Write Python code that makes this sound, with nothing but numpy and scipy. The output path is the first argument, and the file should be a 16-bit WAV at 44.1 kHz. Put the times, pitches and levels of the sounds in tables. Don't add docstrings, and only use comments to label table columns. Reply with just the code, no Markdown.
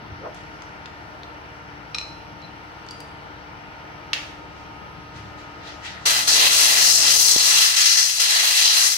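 import sys
import numpy as np
from scipy import signal
from scipy.fft import rfft, irfft, next_fast_len
from scipy.io import wavfile
from scipy.ndimage import uniform_filter1d

SR = 44100
rng = np.random.default_rng(int(sys.argv[2]) if len(sys.argv) > 2 else 0)


def field_ratio(decibels):
    return 10 ** (np.asarray(decibels, dtype=float) / 20)


def generate_wav(signal):
    frames = np.transpose(np.atleast_2d(signal))
    scaled = np.clip(frames, -1, 1) * 32767
    pcm = np.round(scaled).astype(np.int16)
    wavfile.write(sys.argv[1], SR, pcm)


N = 395577
T = np.arange(N) / SR

# (needle opens [s], needle shuts [s], jet level [dB])
PULLS = [
    (6.053, 6.138, -19.5),
    (6.27, 7.68, -18.5),
    (7.757, 7.818, -19),
    (7.85, 7.906, -17.5),
    (7.962, 8, -17),
    (8.05, 8.195, -25),
    (8.192, 8.256, -18.5),
    (8.25, 8.865, -20),
]
# (frequency [Hz], left minus right [dB])
ROOM_PORTS = [(60, 7), (110, -5), (200, 18), (380, 8), (700, 0), (1290, 3.5), (2380, 1.5), (4400, 0),
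              (8120, 9.5), (15000, -2)]


def shape(table, hz):
    curve = np.array(table)
    return np.interp(np.log(hz + 1), np.log(curve[:, 0] + 1), curve[:, 1])


def walk(rate, size):
    hop = max(int(SR / rate / 64), 1)
    k = int(SR / rate / hop)
    held = np.repeat(rng.standard_normal(size // (k * hop) + 1), k)
    slow = uniform_filter1d(uniform_filter1d(held, k), k)
    return 1.244 * np.repeat(slow, hop)[:size]


def sides(db):
    return field_ratio(np.array([db, -np.asarray(db)]) / 2)


def add(out, start, wave):
    out[:, start:start + wave.shape[-1]] += wave


def air(spectrum, ports, size, band_db, lag=0., direct=0., echo_db=-30., lifts=(), flicker_db=1.,
        rate=12., band=(0, SR)):
    port_gap_m = 0.18
    m = next_fast_len(size)
    hz = np.arange(m // 2 + 1) * SR / m
    mid, side, jet = rfft(rng.standard_normal((3, m)))
    like = np.sinc(2 * hz * port_gap_m / 343)

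    def mix(a, b):
        common = np.sqrt(1 + like) * a
        opposed = np.sqrt(1 - like) * b * np.array([[1], [-1]])
        return (common + opposed) / np.sqrt(2)

    burst = rng.standard_normal((2, 4096)) * np.exp(-np.arange(4096) / SR / 0.016)
    echoes = mix(*rfft(burst, m))
    path = np.exp(-2j * np.pi * hz / SR * np.array([[lag], [0]])) + field_ratio(echo_db) * echoes
    diffuse = mix(mid, side)
    straight = jet * path / np.sqrt(np.mean(np.abs(path) ** 2))
    both = np.sqrt(1 - direct) * diffuse + np.sqrt(direct) * straight
    lift_db = sum(db / (1 + (2 * (hz - f) / width) ** 2) for f, width, db in lifts)
    both = both * field_ratio(shape(spectrum, hz) + lift_db) * sides(shape(ports, hz))
    heard = both.mean(axis=0)[(hz >= band[0]) & (hz <= band[1])]
    both = both * m / np.sqrt(2 * np.sum(np.abs(heard) ** 2))

    out, step = 0, np.maximum(2 * np.log2(hz / 30 + 1e-9), 0)
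    lowest = max(int(2 * np.log2(spectrum[0][0] / 30)), 0)
    for k in range(lowest, 19):
        part = irfft(both * np.clip(1 - np.abs(step - k), 0, 1), m)[:, :size]
        out = out + part * field_ratio(band_db(30 * 2 ** (k / 2)) + flicker_db * walk(rate, size))
    return out


def compressor():
    # (frequency [Hz], density [dB])
    drone = [(15, -45), (25, -27.5), (64, -2.5), (152, -6), (248, -18), (299, -8), (342, -12.5), (437, -11),
             (620, -7), (929, -5), (1120, -10), (1250, -4.5), (1930, -12), (3050, -16), (15800, -72)]
    drone_top = [(3500, -22.5), (4000, -23.5), (4500, -24), (5800, -26), (6800, -43), (9000, -44.5),
                 (15800, -47)]
    # (multiple of the stroke rate, level [dB])
    stroke_orders = [(2, -68), (3, -58.5), (4, -54.5), (5, -59.5), (6, -55.5), (7, -63.5), (8, -56),
                     (9, -63.5), (10, -63), (12, -61)]
    # (frequency [Hz], level [dB])
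    tones = [(296.1, -53.5), (441.4, -60.5), (479.1, -62), (662.1, -73), (721.4, -63), (775.2, -60),
             (920.5, -53), (1270, -60), (1384, -56.5), (1437, -59), (1798, -61), (2046, -64), (2745, -66.5)]
    drone_db, stroke_hz = -42, 18.44
    stroke = np.cos(2 * np.pi * stroke_hz * T) + 0.23 * np.cos(4 * np.pi * stroke_hz * T)

    def shadow(hz):
        return np.interp(T, (7.5, 7.6), [0, -5.5]) * np.exp(-2 * np.log2(hz / 289) ** 2)

    def throb(hz):
        pulse = 1.6 * stroke * np.exp(-np.log2(hz / 130) ** 2 / 3)
        return shadow(hz) + pulse - 1.2 - 3.5 * np.clip(np.log2(200 / hz), 0, 1)

    out = field_ratio(drone_db) * air(drone[:-1] + drone_top, ROOM_PORTS, N, throb, lag=-12.0, direct=0.58,
                              echo_db=-28.0, flicker_db=1.03, rate=6.)
    for order, db in stroke_orders:
        wander = 1.2 * walk(2., N) + rng.standard_normal() * 1.5
        phase = 2 * np.pi * order * stroke_hz * T + wander + np.array([[.08 * order], [0]])
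        out = out + np.sqrt(2) * field_ratio(db + 1.4 * walk(3., N)) * np.sin(phase)

    belt_grips_s = (3.3, 4.1)
    whine_hz = np.interp(T, belt_grips_s, (1245, 1256))
    whine_db = np.interp(T, belt_grips_s, (-61.5, -52.5))
    for hz, db in list(tones) + [(whine_hz, whine_db)]:
        phase = 2 * np.pi * np.cumsum(hz + 2.2 * walk(8., N)) / SR
        lag = rng.standard_normal() * min(np.mean(hz) / 900, .7)
        level = field_ratio(db + shadow(hz) + 1.3 * walk(7., N))
        out = out + np.sqrt(2) * level * np.sin(phase + np.array([[lag], [0]]))
    return out


def bumps():
    # (time [s], level [dB], frequency [Hz], width [Hz], length [s])
    knocks = [
        (0.023, -43.5, 119.1, 120, 0.049),
        (0.13, -38, 96, 50, 0.044),
        (0.27, -35, 550, 260, 0.048),
        (0.261, -33, 930, 400, 0.018),
        (4.406, -46.5, 440, 150, 0.033),
        (5.219, -42, 93, 60, 0.11),
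        (5.652, -48, 119, 100, 0.13),
    ]
    out, t = np.zeros((2, N)), np.arange(N // 8) / SR
    for at, db, hz, width_hz, length in knocks:
        noise = rng.standard_normal((2, N // 8))
        for _ in range(3):
            noise = signal.lfilter(*signal.iirpeak(hz, hz / width_hz / 2, fs=SR), noise)
        noise = noise[0] + min(hz / 900, 1) * noise[1] * np.array([[1], [-1]])
        lead = min(at, .3)
        swell = np.exp(-((t - lead) / length) ** 2)
        add(out, int((at - lead) * SR), field_ratio(db) * noise / noise.std() * swell)
    return out


def scuffs():
    # (loudest [s], level [dB], rise [s])
    rub_times = [
        (.347, -54, .006),
        (4.589, -59, 0.14),
        (5.164, -50, .025),
        (5.385, -54.5, .02),
        (5.675, -45.5, .07),
        (5.858, -39, 0.028),
    ]
    # (frequency [Hz], density [dB])
    rub_spectrum = [(880, -25), (1500, -6), (1960, 0.5), (2120, -8), (2500, -6.5), (4060, -6.5),
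                    (6020, -12), (15800, -49)]
    rise_db, fade_db_per_s, lead = 13, 94, .15
    out, u = np.zeros((2, N)), np.arange(SR // 2) / SR - lead
    rubs = air(rub_spectrum, ROOM_PORTS, len(u) * len(rub_times), lambda hz: 0, flicker_db=3.0, rate=22.0,
               band=(3000, 10000))
    for (at, db, rise), rub in zip(rub_times, np.split(rubs, len(rub_times), axis=1)):
        swell_db = np.minimum(rise_db * u / rise, -fade_db_per_s * u)
        add(out, int((at - lead) * SR), rub * field_ratio(db + swell_db))
    return out


def ring(at, hz, t60):
    t = np.arange(int(SR * t60) + 64) / SR
    contact = np.clip(t / .0008, 0, 1)
    return int(at * SR), np.sin(2 * np.pi * hz * t) * np.exp(-np.log(1000) * t / t60) * contact


def metal(modes, hits, crack_hz, crack_s):
    out, sos = np.zeros((2, N)), signal.butter(3, crack_hz, "band", fs=SR, output="sos")
    for at, db, tilt_db, crack_db, pan_db in hits:
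        chance = rng.standard_normal((len(modes), 2))
        for (hz, mode_db, t60), lr in zip(modes, chance):
            start, wave = ring(at, hz, t60)
            level = field_ratio(db + 4.5 + mode_db + tilt_db * np.log2(hz / 4000) + 2 * lr)
            add(out, start, wave * (sides(pan_db) * level)[:, None])
        chatter = rng.standard_normal((2, 1500)) * np.exp(-np.arange(1500) / SR / crack_s)
        crack = signal.sosfilt(sos, chatter)
        add(out, int(at * SR), crack * field_ratio(db + crack_db) * sides(pan_db)[:, None])
    return out


def ticks():
    # (time [s], peak [dB], frequency [Hz], second frequency [Hz], left minus right [dB])
    clicks = [
        (.346, -47, 6000, 9300, 7),
        (.621, -36.5, 2200, 5400, 10),
        (0.858, -27, 2620, 4360, 0),
        (1.233, -30.5, 2620, 3900, 0),
        (2.418, -43, 4600, 5370, 1),
        (2.865, -43, 4400, 6400, 5),
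        (2.887, -28, 4550, 5070, 0),
        (4.466, -44, 2040, 3020, 1),
    ]
    out = np.zeros((2, N))
    for at, db, hz, second_hz, pan_db in clicks:
        out = out + metal([(hz, -3, .006), (second_hz, -6, .005)], [(at, db, 0, 4, pan_db)],
                          crack_hz=[.55 * hz, 1.15 * second_hz], crack_s=.0025)
    return out


def coupler():
    # (frequency [Hz], level [dB], t60 [s])
    modes = [(1250, -21, .03), (2500, 2, 0.011), (2840, -7, 0.0081), (3990, 1, 0.014), (4072, -14.5, 0.31),
             (3970, -20, 0.15), (5520, -20, 0.18), (5470, -0.5, 0.015), (7900, -27, 0.03),
             (8540, -30, 0.046), (10600, -17, 0.013), (14100, -32, .06)]
    # (time [s], peak [dB], tilt [dB per octave], crack [dB], left minus right [dB])
    hits = [
        (1.9457, -26, -4, 2.5, 7),
        (1.949, -27, -5, 1, -4),
        (1.984, -24, -5, 7, 0),
        (2.012, -35, -3, -12, 1),
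    ]
    return metal(modes, hits, crack_hz=[2000, 6300], crack_s=.0032)


def collar():
    # (frequency [Hz], level [dB], t60 [s])
    modes = [(4070, 0, .03)]
    # (time [s], peak [dB], tilt [dB per octave], crack [dB], left minus right [dB])
    hits = [
        (2.424, -42, 0, -20, 1),
        (2.436, -46, 0, -20, 1),
        (2.446, -40, 0, -20, 1),
    ]
    return metal(modes, hits, crack_hz=[3000, 6000], crack_s=.003)


def knob():
    # (frequency [Hz], level [dB], t60 [s])
    modes = [(4750, 3.5, 0.027), (4760, -21, 0.1), (6000, -4, 0.014), (6630, -15, 0.065), (8000, -12, .018),
             (10400, -27, 0.13), (10600, -32, .04), (11900, -30, .02), (14000, -25, .035),
             (15600, -27, .045)]
    # (time [s], peak [dB], tilt [dB per octave], crack [dB], left minus right [dB])
    hits = [
        (2.9088, -30, -13, -6, -1),
        (3.003, -43.5, 3, 7, 1),
    ]
    return metal(modes, hits, crack_hz=[1500, 10000], crack_s=.005)


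def trigger():
    # (frequency [Hz], level [dB], t60 [s])
    modes = [(1230, -17, .018), (2250, -3, .006), (2700, -2, .008), (3100, -5, .006), (3700, -8, .005),
             (4700, -8, .005), (5900, -12, .004), (7500, -16, .004), (9500, -14, .004), (12500, -18, .003)]
    # (time [s], peak [dB], tilt [dB per octave], crack [dB], left minus right [dB])
    hits = [
        (4.132, -10, -0.68, 5, 0),
    ]
    return metal(modes, hits, crack_hz=[1900, 5200], crack_s=.005)


def booth(dry, wet_db=-34.0):
    # (lower frequency [Hz], t60 [s])
    decays = [(300, 0.76), (2500, 0.32), (6000, 0.55), (15000, .25)]
    t, tail = np.arange(SR // 2) / SR, 0
    tops_hz = [hz for hz, _ in decays[1:]] + [20000]
    for (hz, t60), top_hz in zip(decays, tops_hz):
        sos = signal.butter(2, [hz * .7, min(top_hz * .7, 20000)], "band", fs=SR, output="sos")
        noise = signal.sosfilt(sos, rng.standard_normal((2, len(t))))
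        tail = tail + noise * np.exp(-np.log(1000) * t / t60)
    tail = tail * np.clip(t / 0.0015 - .4, 0, 1)
    return dry + field_ratio(wet_db) * signal.fftconvolve(dry.mean(axis=0)[None], tail, axes=1)[:, :N]


def blast():
    # (frequency [Hz], density [dB])
    hiss_spectrum = [(900, -12), (1800, 5), (2600, 8), (5500, -7), (9000, -18.5), (15800, -28)]
    at, db, decay_s = 4.133, -33, 0.089
    out, t = np.zeros((2, N)), np.arange(SR // 3) / SR
    hiss = air(hiss_spectrum, [(900, 0), (15000, 0)], len(t), lambda hz: 0, flicker_db=-1.0, rate=40.)
    add(out, int(at * SR), hiss * field_ratio(db) * np.exp(-t / decay_s))
    return out


def gain_db():
    creep_db_per_s, sink_db, sink_s = 1.6, 7, (7.3, 7.9)
    return -creep_db_per_s * np.maximum(T - PULLS[0][0], 0) - np.interp(T, sink_s, [0, sink_db])


def spray():
    # (frequency [Hz], density [dB])
    jet_spectrum = [(190, -29), (330, -27), (388, -20.5), (582, -16.5), (1200, -9), (1310, -6.5),
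                    (1590, -10.5), (1990, -4), (2270, -9.5), (2840, -4), (3390, -2.5), (4060, -2),
                    (6380, -1.5), (7150, -6.5), (15800, -17.5)]
    # (frequency [Hz], left minus right [dB])
    jet_ports = [(300, -3), (700, 2), (1300, -1), (2400, 2.5), (3400, -2.5), (4150, -6), (4800, 4),
                 (5600, 11), (6800, 3.5), (9000, 8.5), (15000, 0)]
    # (frequency [Hz], width [Hz], lift [dB])
    standing = [(1986, 140, 3), (3650, 300, -2), (4060, 250, 6), (4400, 250, 3.5), (5100, 74, 2),
                (6230, 90, 1.5)]
    # (time [s], nozzle near the panel [-1..1], nozzle facing the camera [-1..1])
    sweep = [(6.07, 0.31, -0.25), (6.2, 0.64, 0.38), (6.3, -0.23, -0.68), (6.44, 0.91, 0.6),
             (6.56, -0.022, 0.42), (6.8, 0.13, 0.18), (6.96, -1, -0.013), (7.07, 0.23, -0.27),
             (7.22, -1.1, 0.12), (7.38, -0.41, -0.58), (7.58, 0.44, 0.4), (7.76, 0.41, 0.033),
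             (8.0, -0.68, -1.1), (8.15, -0.32, 0.39), (8.27, 0.32, -0.41), (8.48, 0.46, 0.42),
             (8.72, 0.21, -0.04), (8.95, -.2, 0.21)]
    start = 6 * SR
    t = T[start:]

    open_s, release_db_per_s = 0.0086, 70.5

    def pull(on, off, db):
        return np.clip((t - on) / open_s, 0, 1) * field_ratio(db - release_db_per_s * np.maximum(t - off, 0))

    valve = np.max([pull(*row) for row in PULLS], axis=0)
    s, near, facing = np.transpose(sweep)
    near, facing = (uniform_filter1d(np.interp(t, s, c), 2500) for c in (near, facing))

    sink_db = gain_db()[start:]
    lull_db = -8.5 * np.exp(-((t - 7.85) / 0.22) ** 2)
    rumble_db = 6 * near + 0.67 * (sink_db - sink_db.mean()) + lull_db
    roar_db, shade_db = 8.5 * near, 2.5 * near
    top_db = 5.5 * facing + 0.13 * 20 * np.log10(valve / valve.mean() + 1e-3)

    def tilt(hz):
        low_db = rumble_db + (roar_db - rumble_db) * np.clip(np.log2(hz / 450) / 2, 0, 1)
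        low_share = np.clip(1.7 * np.log2(5200 / hz), 0, 1)
        top_share = np.clip(2 * np.log2(hz / 6500), 0, 1)
        return low_db * low_share + top_db * top_share - shade_db

    jet = air(jet_spectrum, jet_ports, N - start, tilt, lag=18.08, direct=0.61, echo_db=-23.0, lifts=standing,
              flicker_db=1.3, rate=10.2, band=(3200, 7500))
    eddies_db = 0.85 * walk(60.55, N - start) + 0.81 * walk(400., N - start) + 0.46 * walk(16., N - start)
    pan = sides(0.7)[:, None]
    return np.pad(jet * field_ratio(eddies_db) * valve * pan, ((0, 0), (start, 0)))


def draught():
    at, db, length_s = 7.3625, -14, 0.0004
    u = (T - at) / length_s
    return field_ratio(db) * (0.68 * np.exp(-((u - 1.8) / 2.1) ** 2) - np.exp(-u ** 2))


def scene():
    handling = ticks() + coupler() + collar() + knob() + trigger()
    drone = compressor() * field_ratio(gain_db())
    return drone + bumps() + scuffs() + booth(handling) + blast() + spray() + draught()


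def band_limit(x):
    return signal.sosfilt(signal.butter(12, 15830, fs=SR, output="sos"), x)


def record(dry):
    limited = np.tanh(.95 * dry) / .95
    sos = signal.ellip(10, .2, 80, 15750, fs=SR, output="sos")
    return band_limit(signal.sosfilt(sos, limited))


dry = scene()
out = record(dry)
generate_wav(out)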